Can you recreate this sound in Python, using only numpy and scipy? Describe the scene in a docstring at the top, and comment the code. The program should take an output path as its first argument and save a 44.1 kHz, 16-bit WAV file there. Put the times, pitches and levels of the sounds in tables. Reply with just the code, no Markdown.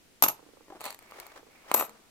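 """Coins on a desk, heard up close in a small quiet room. One is dropped and clatters flat.
Fingers bump the desk and shift the pile, a sleeve brushes by, and a second coin is laid on the pile
and slides into place. Each hit knocks the desk top, cracks at the coin's rim and rings the coin
near 13 kHz. Coins held in the fingers cannot ring, so they only click and scrape."""
import sys
import numpy as np
from scipy import signal
from scipy.fft import rfft, irfft, next_fast_len
from scipy.io import wavfile
from scipy.ndimage import map_coordinates

SR = 44100
rng = np.random.default_rng(int(sys.argv[2]) if len(sys.argv) > 2 else 0)


def to_wav(sig):
    """Store sig (one row per channel, or 1-D mono) as 16-bit WAV at the path in sys.argv[1].

    Samples outside -1..1 are clipped; the rate is SR.
    """
    pcm = np.clip(np.atleast_2d(sig), -1, 1) * 32767
    pcm = np.round(pcm).astype(np.int16)
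    wavfile.write(sys.argv[1], SR, pcm.T)  # frames by channels


N = 92610  # 2.1 seconds
MS = SR // 1000  # samples in about a millisecond

# how much louder the left side is around the pile (frequency [Hz], left minus right [dB])
PILE_SIDES = [(150, -1.5), (800, 3), (1600, 3), (2500, -6.5), (4200, -2.5), (8000, 4), (11000, 4.5),
              (12600, 8.5), (15000, 2)]


def dropped_coin():
    """A coin lands on the desk, bounces and rattles until it lies flat."""
    # the bounces (time [s], knock [dB], crack [dB], ring [dB])
    bounces = [(.2241, -11, -8.5, -7), (.2281, -29.5, -25.5, -11.5), (.2371, -15.5, -13, -15.5),
               (.2385, -12.5, -16.5, -19.5), (.2418, -27, -24, -26.5), (.2543, -29.5, -24, -31.5),
               (.2578, -43.5, -27, -27.5), (.2631, -19.5, -38, -33.5), (.2818, -26, -28, -23.5),
               (.2851, -24.5, -16.5, -14.5), (.2943, -28.5, -43, -24.5)]
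    # strength of the fine rattle (time [s], level [dB])
    rattle_levels = [(.223, -60), (.226, -23.5), (.235, -25.5), (.241, -18.5), (.256, -35), (.274, -42.5),
                     (.287, -34), (.3, -38), (.33, -55.5), (.36, -65)]
    # tone of the desk's knock and of the rim's crack (frequency [Hz], level [dB])
    knock_tone = [(30, -26), (85, -30), (160, -14), (400, -13), (780, -1.5), (1000, -4.5), (1300, -3.5),
                  (1700, -12.5), (2700, -24), (9000, -70.5)]
    crack_tone = [(900, -41.5), (2000, -1.5), (2700, 5.5), (3400, 0), (5600, 0.5), (6400, 11), (7800, 4),
                  (10200, 9), (11200, 0.5), (14300, 3.5), (15500, -13.5), (17000, -24)]
    # the coin's ringing notes (frequency [Hz], level [dB], time to fade 60 dB [s])
    notes = [(2750, -20, .05), (6310, -18, .05), (6580, -18, .05), (12270, -9, .02), (12480, -11, .1),
             (12750, 0, .015), (12980, 3, .009), (13350, -3, .006)]
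    # how much louder the left side is (frequency [Hz], left minus right [dB])
    sides = [(100, 1.5), (700, 3), (1400, -5), (2700, -3), (4000, 1), (5500, 3.5), (6500, 9.5),
             (9000, 11.5), (10300, 7.5), (11300, 10), (12500, -2.5), (15000, 10.5)]
    sounds = lambda: (tap(knock_tone, fade_s=.0095, noise=1, width=.63),
                      tap(crack_tone, fade_s=.013, noise=2.6, width=1),
                      ring(notes))
    hits = play_hits(bounces, sounds)
    rattle = chatter(rattle_levels, sounds, levels_db=(-.8, .5, .5), per_second=3000, spread_db=-3.5)
    return place(hits + rattle, sides, right_delay_ms=.25)


def stacked_coin():
    """A coin is laid on the pile and slides into place, ringing as it scrapes."""
    # the coin hitting the pile (time [s], knock [dB], crack [dB], ring [dB])
    hits = [(1.7415, -30, -16.5, -6.5), (1.7457, -20, -21, -21), (1.7488, -24.5, -28, -29),
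            (1.7628, -31, -34, -14), (1.7755, -31.5, -34, -17), (1.797, -27, -42, -13),
            (1.8104, -18, -32, -36), (1.8246, -22, -39, -52), (1.828, -28, -47, -47),
            (1.8945, -41.5, -43.5, -46)]
    # strength of the slide (time [s], level [dB])
    slide_levels = [(1.738, -47), (1.745, -22.5), (1.753, -43), (1.771, -33), (1.785, -38.5),
                    (1.797, -31.5), (1.82, -41.5), (1.852, -45), (1.868, -59)]
    # tone of the rim's crack (frequency [Hz], level [dB])
    crack_tone = [(200, -25), (900, -9.5), (2200, 2.5), (3400, -6), (4300, -0.5), (5100, -8.5), (7300, 3.5),
                  (9500, 2), (11700, -7), (13800, -17.5), (15200, -4), (16500, -38)]
    # the coin's ringing notes (frequency [Hz], level [dB], time to fade 60 dB [s])
    notes = [(12540, -4, .035), (12870, -2, .035), (13120, -5, .06), (13300, -1, .009), (13600, -5, .006)]
    sounds = lambda: (desk_knock(), tap(crack_tone, fade_s=.013, noise=2.9, width=1), ring(notes))
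    slide = chatter(slide_levels, sounds, levels_db=(.5, -1.5, 7), per_second=1800, spread_db=2)
    return place(play_hits(hits, sounds) + slide, PILE_SIDES, right_delay_ms=.1025)


def shifted_pile():
    """Fingers push coins about and stop them ringing, leaving clicks and a short scrape."""
    # held coins touching (time [s], knock [dB], click [dB])
    touches = [(.8075, -38, -35.5), (.8142, -34, -36), (.8412, -36, -32), (.8543, -45, -27),
               (.8626, -26.5, -34), (.9053, -39, -29), (.9262, -41, -39), (.9455, -45, -37.5),
               (.9902, -49, -40), (1.0255, -65, -49), (1.1105, -46.5, -44.5), (1.1212, -36, -64),
               (1.2, -52, -32), (1.2662, -44, -38.5), (1.7151, -14.5, -24)]
    # strength of the scrape (time [s], level [dB])
    scrape_levels = [(.8, -58), (.808, -51), (.83, -53), (.842, -44), (.868, -42), (.905, -49),
                     (.94, -57.5), (.97, -70)]
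    # tone of coin clicking and scraping on coin (frequency [Hz], level [dB])
    click_tone = [(900, -9.5), (2400, 9), (3400, -12), (4400, 6), (5200, -8), (8000, 4.5), (12500, -3),
                  (13400, 11.5), (14200, 2.5), (16500, -20)]
    scrape_tone = [(1000, -22), (2100, 10.5), (3300, 4.5), (4450, 8.5), (5100, -9), (7500, 4.5),
                   (12000, -3), (13400, -1), (15500, -13)]
    clicks = play_hits(touches, lambda: (desk_knock(), tap(click_tone, fade_s=.011, noise=8.4, width=.99)))
    rasp = lambda: (desk_knock(), tap(scrape_tone, fade_s=.0043, noise=9.3, width=1))
    scrape = chatter(scrape_levels, rasp, levels_db=(.8, 0), per_second=6500, spread_db=2.5)
    return place(clicks + scrape, PILE_SIDES, right_delay_ms=.11)


def desk_knock():
    """The desk top under the pile gives one short knock."""
    # tone of the knock (frequency [Hz], level [dB])
    tone = [(90, -25), (220, -8.5), (450, -1.5), (750, 4), (1250, 4), (1700, -11), (2500, -3.5),
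            (4200, -20.5), (10000, -64)]
    return tap(tone, fade_s=.019, noise=.46, width=.39)


def desk_hum():
    """The whole desk top hums briefly after a jolt."""
    # the two landings and the hand letting go (time [s], level [dB])
    jolts = [(.238, -43.5), (1.746, -32), (1.882, -40.5)]
    # the desk's low notes (frequency [Hz], level [dB], time to fade 60 dB [s])
    notes = [(218.3, -2, .55), (470, 0.5, .3)]
    return play_hits(jolts, lambda: [ring(notes, size=SR // 2)])


def bumps_and_ticks():
    """Fingers bump the desk softly, and faint dull ticks come from the right."""
    # each bump and each tick (time [s], level [dB])
    bump_hits = [(.6828, -43.5), (.7025, -35), (.7055, -44), (.7226, -36.5), (.751, -42), (.757, -38.5),
                 (.768, -42), (1.395, -44.5)]
    tick_hits = [(.393, -43), (.428, -44.5), (.464, -45), (.489, -44.5), (.535, -44), (.571, -44.5),
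                 (.608, -43.5), (1.43, -44), (1.467, -45.5), (1.487, -48)]
    # their tones (frequency [Hz], level [dB])
    bump_tone = [(30, -11), (120, -17.5), (300, 2.5), (800, -1), (1400, -11), (8000, -36)]
    tick_tone = [(140, -36), (290, 3.5), (380, -3), (480, 6.5), (620, -9.5), (1150, -11.5), (4000, -56)]
    bumps = play_hits(bump_hits, lambda: [tap(bump_tone, fade_s=.047, noise=1, width=.14)])
    ticks = play_hits(tick_hits, lambda: [tap(tick_tone, fade_s=.023, noise=1, width=.84)])
    return place(bumps, PILE_SIDES, right_delay_ms=.11) + ticks * gain([[-7], [3]])


def brushing():
    """A sleeve brushes the desk; a fingertip rubs a coin; another drags on the desk with a low squeak."""
    # strength of each movement (time [s], level [dB])
    sleeve_levels = [(.3, -62.5), (.66, -72.5), (.75, -60), (.97, -70), (1.03, -58.5), (1.13, -58),
                     (1.16, -47.5), (1.25, -53), (1.345, -59), (1.377, -47), (1.415, -67), (1.64, -60.5),
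                     (1.708, -44.5), (1.73, -46.5), (2.1, -70)]
    rub_levels = [(1.02, -63.5), (1.18, -57.5), (1.33, -62.5), (1.44, -77), (1.55, -61), (1.71, -63)]
    drag_levels = [(.719, -61), (.726, -51), (.752, -57), (.775, -70)]
    # tone of each movement (frequency [Hz], level [dB])
    sleeve_tone = [(100, -22), (215, -29), (330, -3.5), (520, -2.5), (1130, -1.5), (2000, -10), (5000, -19),
                   (16000, -29.5)]
    rub_tone = [(1000, -37), (2300, 5), (4000, -31), (15000, -20.5)]
    drag_tone = [(450, -28), (680, 6), (820, 14), (1000, -28), (3000, -53)]
    sleeve = friction(sleeve_levels, sleeve_tone, flutter_db=2.5)
    rub = friction(rub_levels, rub_tone, flutter_db=2.5)
    drag = friction(drag_levels, drag_tone, flutter_db=-1.5)
    return place(sleeve + rub + drag, PILE_SIDES, right_delay_ms=.11)


def room_echo(sound):
    """The small room adds a short echo whose high notes die first."""
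    # how long the echo lasts (frequency [Hz], time to fade 60 dB [s])
    fade_times = [(600, .3), (2000, .26), (7000, .22), (12500, .15)]
    hz, t, spectrum = signal.stft(noise_pair(SR // 2, width=.71), SR, nperseg=256)
    fade = gain(-60 * t / look_up(fade_times, hz)[:, None])
    tail = signal.istft(spectrum * fade, SR, nperseg=256)[1]
    delayed = np.pad(sound.mean(0), (3 * MS, 0))
    return signal.fftconvolve(delayed[None], unit_energy(tail), axes=1)[:, :N]


def room_air():
    """The quiet room has a steady, low hush."""
    # tone of the hush (frequency [Hz], level [dB])
    tone = [(20, -4), (60, -8), (180, -6.5), (260, -2.5), (1000, -16), (2300, -15), (3500, -17.5),
            (7500, -20), (15000, -26), (16200, -38)]
    return hiss(tone, widths=[(50, .6), (200, .5), (3000, 1)])


def tap(tone, fade_s, noise, width, size=4096):
    """One sharp push plus a burst of noise that fades 60 dB in fade_s, shaped by a tone table."""
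    # build a filter that makes no sound before the push (minimum phase)
    cepstrum = irfft(np.log(gain(look_up(tone, np.fft.rfftfreq(size, 1 / SR)))))
    cepstrum[1:size // 2] *= 2
    cepstrum[size // 2 + 1:] = 0
    fade = gain(-60 * np.arange(size) / SR / fade_s)
    push = noise * unit_energy(noise_pair(size, width) * fade)
    push[:, 0] += 1
    return unit_energy(irfft(rfft(push) * np.exp(rfft(cepstrum))))


def ring(notes, size=6000, detune=.0015):
    """A struck object's notes fade away; level and pitch vary a little for each hit and each side."""
    t = np.arange(size) / SR
    rise = 1 - np.exp(-t / .0002)
    ringing = np.zeros((2, size))
    for hz, db, fade_s in notes:
        fade = gain(db + 2 * rng.standard_normal((2, 1)) - 60 * t / fade_s)
        pitch = hz * (1 + detune * rng.standard_normal((2, 1)))
        ringing += fade * np.sin(2 * np.pi * pitch * t)
    return unit_energy(rise * ringing)


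def play_hits(hits, make_sounds):
    """Each hit makes fresh sounds; its levels count their energy as if packed into a millisecond."""
    track = np.zeros((2, N))
    for start_s, *levels in hits:
        for db, sound in zip(levels, make_sounds()):
            part = track[:, round(start_s * SR):][:, :sound.shape[1]]
            part += gain(db) * np.sqrt(MS) * sound[:, :part.shape[1]]
    return track


def chatter(strength, make_sounds, levels_db, per_second, spread_db, spots=3):
    """Tiny random hits land on several spots of the rim, each with its own sound."""
    happens = rng.random(N) < per_second / SR
    sizes = gain(spread_db * np.clip(rng.standard_normal(N), -2, 2))
    kicks = happens * sizes * rng.choice([-1, 1], N)
    kicks = kicks / kicks.std() * swell(strength)
    spot = rng.integers(spots, size=N)
    return sum(gain(db) * signal.oaconvolve((kicks * (spot == k))[None], sound, axes=1)[:, :N]
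               for k in range(spots) for db, sound in zip(levels_db, make_sounds()))


def friction(strength, tone, flutter_db, flutter_hz=160):
    """A soft surface brushes a hard one, catching unevenly."""
    catch = map_coordinates(rng.standard_normal(N), [np.arange(N) * flutter_hz / SR])
    return hiss(tone, widths=[(900, .51), (5000, .95)]) * swell(strength) * gain(flutter_db * catch)


def hiss(tone, widths):
    """Steady stereo noise shaped by a tone table; widths lists (frequency [Hz], stereo width [0-1])."""
    shape = lambda hz: gain(look_up(tone, hz)) * np.array([np.ones_like(hz), look_up(widths, hz)])
    middle, side = filtered(noise_pair(N, width=1), shape)
    stereo = np.array([middle + side, middle - side])
    return stereo / stereo.std()


def noise_pair(size, width):
    """Left and right noise: the same at width 0, unrelated at width 1."""
    middle, side = rng.standard_normal((2, size))
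    return np.array([middle + width * side, middle - width * side])


def place(sound, sides, right_delay_ms):
    """Share each frequency between left and right; the right side hears it slightly later."""
    def response(hz):
        lean_db = look_up(sides, hz)
        shares = gain(np.array([[1], [-1]]) * lean_db / 2)
        power = np.cosh(lean_db * np.log(10) / 10)
        delay_s = np.array([[0], [right_delay_ms]]) * MS / SR
        return shares / np.sqrt(power) * np.exp(-2j * np.pi * hz * delay_s)
    return filtered(sound, response)


def filtered(sound, response):
    """Multiply each frequency of a sound by response(hz)."""
    size = next_fast_len(N + SR // 4)
    return irfft(rfft(sound, size) * response(np.fft.rfftfreq(size, 1 / SR)), size)[..., :N]


def swell(points):
    """Join (time [s], level [dB]) points into a volume curve, silent before and after."""
    db = np.interp(np.arange(N) / SR, *np.transpose(points), left=np.nan, right=np.nan)
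    return np.nan_to_num(gain(db))


def look_up(points, hz):
    """Read between (frequency [Hz], value) points, with octaves evenly spaced."""
    frequencies, values = np.transpose(points)
    return np.interp(np.log(hz + 1), np.log(frequencies + 1), values)


def unit_energy(sound):
    """Scale each side to an energy of 1."""
    return sound / np.linalg.norm(sound, axis=-1, keepdims=True)


def gain(db):
    """Turn decibels into a multiplier."""
    return 10 ** (np.asarray(db) / 20)


def scene():
    """The close sounds on the desk, with the room's echo and hush behind them."""
    near = dropped_coin() + shifted_pile() + stacked_coin() + bumps_and_ticks() + brushing() + desk_hum()
    return near + gain(-14) * room_echo(near) + gain(-61.5) * room_air()


def record(dry, top_hz=16200):
    """Clip any peak above full scale, then cut off the highest treble."""
    return filtered(np.clip(dry, -1, 1), lambda hz: 1 / np.sqrt(1 + (hz / top_hz) ** 200))


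dry = scene()
out = record(dry)
to_wav(out)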